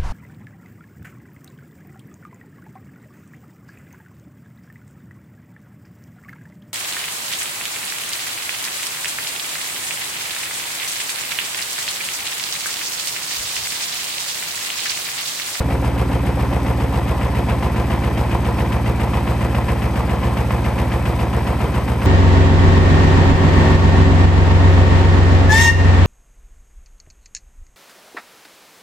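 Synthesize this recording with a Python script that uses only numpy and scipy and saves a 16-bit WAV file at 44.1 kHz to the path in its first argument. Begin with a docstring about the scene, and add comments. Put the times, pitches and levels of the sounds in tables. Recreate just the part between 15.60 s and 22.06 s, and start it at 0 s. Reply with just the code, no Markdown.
"""Booming and knocking, about seven beats a second: a front-loading washing machine spins an
unbalanced wet load in an open yard. Every turn the tub heaves and knocks the steel cabinet;
loose panels clatter, small fittings clack and buzz, flung water hisses in the drum.
The load settles once, near 1.5 s. Underneath, the cabinet drones and the motor whines faintly."""
import sys
import numpy as np
from scipy import signal
from scipy.fft import rfft, irfft, next_fast_len
from scipy.io import wavfile

SR = 44100
rng = np.random.default_rng(int(sys.argv[2]) if len(sys.argv) > 2 else 0)


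def to_wav(s):
    """Save 16-bit WAV."""
    ch = np.atleast_2d(s).T  # columns
    pcm = np.round(np.clip(ch, -1, 1) * 32767)  # PCM
    wavfile.write(sys.argv[1], SR, pcm.astype(np.int16))


N = 284886
TURNS_PER_S = 7.28645

# Tub, frame, side panels: (upper limit [Hz], crest angle [turns], crest spread [turns], waver [0-1])
SWINGS = [(84, .05, 0, .02), (105, .455, 0, .06), (148, .005, 0, .06), (310, .03, .15, .14),
          (400, .98, 0, .12)]
# Strong drum orders: (order [x drum speed], loose level [dB], settled level [dB])
STRONG_ORDERS = [(8, -24, -25), (10, -24.5, -24.5), (12, -39, -35), (14, -36, -33.5), (16, -25, -24.5),
                 (18, -32.5, -36.5), (23, -36, -33.3), (26, -33.3, -33.5), (30, -39.5, -31.7),
                 (38, -32, -39), (39, -39, -41), (46, -41, -37), (47, -45, -38.5)]

def tub_boom(angle, settled, weak_db):
    """Each part of the machine swings in its own band of drum orders, cresting once a turn."""
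    out = np.zeros((2, N))
    levels = {order: (weak_db, weak_db) for order in range(5, 32)}
    levels.update({order: db for order, *db in STRONG_ORDERS})
    for order, (loose_db, settled_db) in levels.items():
        hz = order * TURNS_PER_S
        _, crest, spread, waver = next(part for part in SWINGS if hz < part[0])
        lag, side = rng.standard_normal(2)
        stereo_rad = np.sign(side) * np.arccos(at_hz(COHERENCE, hz)) * np.array([[.5], [-.5]])
        phase = 2 * np.pi * order * (angle - crest - spread * lag) + waver * drift(.93)
        level = from_db(loose_db + (settled_db - loose_db) * settled) * (1 + waver * drift(1.87))
        out += np.sqrt(2) * level * np.cos(phase + stereo_rad)
    return out


# Hard knocks: (angle [turns], loose level [relative dB], settled level [relative dB])
KNOCKS = [(.015, -11, -14.5), (.08, -12, -17), (.17, -22, -17.5), (.28, -16.5, -13), (.615, -11.5, -16),
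          (.77, -13.5, -16), (.855, -12, -10.5), (.93, -22, -11.5)]
# Knock spectrum: (frequency [Hz], level [relative dB])
KNOCK_SPECTRUM = [(270, -32), (340, 1), (385, -8), (440, -1.5), (560, -5), (620, -6), (720, -3), (900, -6),
                  (1020, -16), (1150, -14), (2000, -18), (5000, -54)]

def cabinet_knocks(settled, light_count, light_db):
    """The tub strikes the cabinet and rings it; lighter contacts lie scattered around the turn."""
    light_angles = (np.arange(light_count) + rng.random(light_count)) / light_count
    rows = KNOCKS + [(angle, light_db, light_db) for angle in light_angles]
    hits = contacts(rows, settled, gain_db=13.5, jitter_s=.00008, uneven_db=1, t60_s=.09)
    return radiate(hits, KNOCK_SPECTRUM, ringing=1.15)


# Clacks: (angle [turns], loose level [relative dB], settled level [relative dB])
CLACKS = [(.215, -32, -27), (.738, -27, -16), (.778, -20.5, -15), (.876, -16.5, -17)]
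# Fitting spectrum: (frequency [Hz], level [relative dB])
FITTING_SPECTRUM = [(750, -20), (1250, -1.5), (1600, -1), (2000, 0), (2450, -.5), (2800, -4.5),
                    (3150, -7.5), (3700, -15), (5000, -19), (9000, -36)]

def fitting_clacks(settled):
    """Loose fittings strike brightly at the same angles every turn."""
    hits = contacts(CLACKS, settled, gain_db=8.5, jitter_s=.0007, uneven_db=1.1, t60_s=.054)
    return radiate(hits, FITTING_SPECTRUM)


# Panel spectrum: (frequency [Hz], level [relative dB])
PANEL_SPECTRUM = [(230, -51), (345, 4.5), (430, -7), (600, -0.5), (760, -2.5), (900, 0), (1020, 0),
                  (1120, -4.5), (1300, -4), (1500, -14.5), (3000, -20)]
# Spray spectrum: (frequency [Hz], level [relative dB])
WATER_SPECTRUM = [(2000, -8), (3600, 2.5), (4300, 0.5), (4800, 4.5), (6000, -2), (7000, -4.5), (8000, 1.5),
                  (9000, 2), (10200, -2), (11500, 1.5), (12200, 2.5), (13000, -14.5)]

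def panels_fittings_water(angle, settled, flutter_db):
    """Each turn shakes panels, fittings and water; the metal shakes harder once the load settles."""
    panel = shaking(angle, rest_db=-32.5, throw_db=-30.5, rebound_db=-30, lag=.281, rise=.022, fall=.1)
    fitting = shaking(angle, rest_db=-39.5, throw_db=-38.5, rebound_db=-45.5,
                      lag=.23, rise=.031, fall=.06)
    water = shaking(angle, rest_db=-47, throw_db=-46.5, rebound_db=-54.5, lag=.67, rise=.13, fall=.15)
    water += from_db(-46) * surge(angle, rise=.016, fall=.023)  # one splash a turn
    for level in (panel, fitting, water):
        level *= from_db(flutter_db * drift(7.8))
    clatter = panel * radiate(rattle(per_s=900, uneven_db=2, t60_s=.029, parts=6), PANEL_SPECTRUM)
    buzz = fitting * radiate(rattle(per_s=1200, uneven_db=1, t60_s=.037, parts=6), FITTING_SPECTRUM)
    spray = water * radiate(rattle(per_s=2200, uneven_db=1, t60_s=.02, parts=8), WATER_SPECTRUM)
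    return from_db(1.14 * (settled - .5)) * (clatter + buzz) + spray


# Drone spectrum: (frequency [Hz], level [relative dB])
DRONE_SPECTRUM = [(20, -36), (40, 1), (60, -9), (85, -20), (117, 6.5), (150, 4), (180, -5), (220, -6.5),
                  (250, 7.5), (280, -2.5), (305, 0), (450, -5.5), (900, -61)]

def cabinet_drone(level_db):
    """Shifting laundry keeps the hollow cabinet droning between the orders."""
    return from_db(level_db) * radiate(rng.standard_normal((2, N)), DRONE_SPECTRUM)


# Motor and belt tones: (frequency [Hz], level [dB])
WHINE_TONES = [(1355, -54), (3133, -63), (5432, -69), (6079, -67), (6110, -68), (9135, -71), (11569, -71)]

def motor_whine(speed_waver, flicker_db):
    """Thin tones waver together with the motor's speed."""
    clock_s = np.cumsum(1 + speed_waver * drift(7.4)) / SR
    return sum(np.sqrt(2) * from_db(db + flicker_db * drift(8.9)) * np.sin(2 * np.pi * hz * clock_s)
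               for hz, db in WHINE_TONES)


# Steel cabinet resonances: (frequency [Hz], width [Hz], boost [dB])
RESONANCES = [(460, 30, 3), (538, 35, 4.5), (714, 50, 5), (1018, 40, 2), (2030, 120, 1.5), (2566, 70, 4),
              (3130, 60, 2)]
# Left-right likeness: (frequency [Hz], coherence [0-1])
COHERENCE = [(70, .9995), (130, .985), (260, .91), (550, .83), (2000, .81), (4200, .56), (8000, .86),
             (12000, .88)]

def radiate(pair, spectrum, ringing=1):
    """The cabinet colours two white sounds: one arrives direct, one scattered by walls and ground."""
    hz, (direct, scattered) = spectrum_of(pair)
    alike = at_hz(COHERENCE, hz)
    stereo = np.sqrt((1 + alike) / 2) * direct + np.sqrt((1 - alike) / 2) * scattered * [[1], [-1]]
    peaks_db = sum(db / (1 + (2 * (hz - centre) / width) ** 2) for centre, width, db in RESONANCES)
    skirts = np.minimum(1, spectrum[-1][0] / (hz + 1)) ** 2 * np.minimum(1, hz / spectrum[0][0]) ** 2
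    response = unit_rms(from_db(at_hz(spectrum, hz) + ringing * peaks_db) * skirts)
    return irfft(stereo * response)[:, :N]


def contacts(rows, settled, gain_db, jitter_s, uneven_db, t60_s):
    """Each contact closes once a turn on its own spot, varying in time and force."""
    turns, out = np.arange(-1, N / SR * TURNS_PER_S + 1), 0
    for angle, loose_db, settled_db in rows:
        late, force = rng.standard_normal((2, len(turns)))
        at = np.round(((turns + angle) / TURNS_PER_S + jitter_s * late) * SR).astype(int)
        heard = (at >= 0) & (at < N)
        at, clicks = at[heard], np.zeros(N)
        level_db = loose_db + (settled_db - loose_db) * settled[at]
        clicks[at] = from_db(gain_db + level_db + uneven_db * force[heard])
        out = out + strike(clicks, t60_s)
    return out


def rattle(per_s, uneven_db, t60_s, parts):
    """Loose parts tap at random with uneven force; unit rms."""
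    out = 0
    for _ in range(parts):
        taps = (rng.random(N) < per_s / parts / SR) * rng.choice([-1, 1], N)
        force = from_db(uneven_db * np.clip(rng.standard_normal(N), -2, 2))
        out = out + strike(taps * force, t60_s)
    return unit_rms(out)


def strike(clicks, t60_s):
    """Clicks ring the crowded modes of sheet metal: a dying noise burst of unit energy."""
    age_s = np.arange(SR // 6) / SR
    build_up = 1 - np.exp(-40 * age_s / t60_s)
    ring = rng.standard_normal((2, len(age_s))) * build_up * from_db(-60 * age_s / t60_s)
    ring /= np.sqrt(np.sum(ring ** 2, axis=1, keepdims=True))
    return signal.oaconvolve(clicks[None], ring, axes=1)[:, :N]


def shaking(angle, rest_db, throw_db, rebound_db, lag, rise, fall, throw_turns=.735):
    """Steady shake, surging as the load throws the tub and at the rebound, lag turns later."""
    since = angle - throw_turns
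    return (from_db(rest_db) + from_db(throw_db) * surge(since, rise, fall)
            + from_db(rebound_db) * surge(since - lag, rise, fall))


def surge(since, rise, fall):
    """One swell a turn: linear rise, exponential fall, all in turns."""
    age = since % 1
    return np.minimum(age / rise, 1) * np.exp(-np.maximum(age - rise, 0) / fall)


def drift(rate_hz):
    """Slow random wander, unit rms."""
    pole = np.exp(-80 * np.pi * rate_hz / SR)
    noise = rng.standard_normal(N // 40 + 2002)
    slow = signal.lfilter([1], [1, -2 * pole, pole * pole], noise)[2000:]
    return np.interp(np.arange(N) / 40, np.arange(len(slow)), unit_rms(slow))


def spectrum_of(x):
    """Frequencies and zero-padded spectrum."""
    size = 2 * next_fast_len(N // 2 + SR // 10)
    return np.arange(size // 2 + 1) * SR / size, rfft(x, size)


def at_hz(points, hz):
    """Table lookup on a log-frequency axis."""
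    knots, values = np.transpose(points)
    return np.interp(np.log(np.maximum(hz, 1)), np.log(knots), values)


def from_db(db):
    return 10 ** (np.asarray(db) / 20)


def unit_rms(x):
    return x / np.sqrt(np.mean(x ** 2) + 1e-20)


def scene():
    """Drum angle sets the rhythm; the settling load shifts the levels."""
    t = np.arange(N) / SR
    angle = TURNS_PER_S * t
    settle_at_s, settle_tau_s = 1.48, .15
    settled = 1 / (1 + np.exp((settle_at_s - t) / settle_tau_s))
    knocks = cabinet_knocks(settled, light_count=7, light_db=-23.5)
    clacks = fitting_clacks(settled)
    whine = motor_whine(speed_waver=.00155, flicker_db=4)
    boom = tub_boom(angle, settled, weak_db=-42.5)
    shaken = panels_fittings_water(angle, settled, flutter_db=.14)
    return boom + knocks + clacks + shaken + cabinet_drone(level_db=-30) + whine


# Microphone port balance: (frequency [Hz], left minus right [dB])
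PORT_BALANCE = [(60, -1), (120, -.6), (300, 0), (600, 1), (2000, 1.3), (3800, 3.2), (6900, 2), (8500, -.4),
                (12500, 0)]
# Microphone port phase: (frequency [Hz], left lead [rad])
PORT_PHASE = [(20, 0), (1500, 0), (2700, .7), (5000, .9), (6700, .4), (7600, 1.3), (8600, .2), (9400, -2),
              (10200, -3.14), (11400, -5.9), (12700, -6.8)]

def record(dry):
    """Two microphone ports, unequal in level and phase, then a steep low-pass."""
    hz, stereo = spectrum_of(dry)
    sides = np.array([[.5], [-.5]])
    ports = from_db(sides * at_hz(PORT_BALANCE, hz)) * np.exp(1j * sides * at_hz(PORT_PHASE, hz))
    cutoff_hz = 13100
    low_pass = 1 / np.sqrt(1 + (hz / cutoff_hz) ** 300)
    return irfft(stereo * ports * low_pass)[:, :N]


dry = scene()
out = record(dry)
to_wav(out)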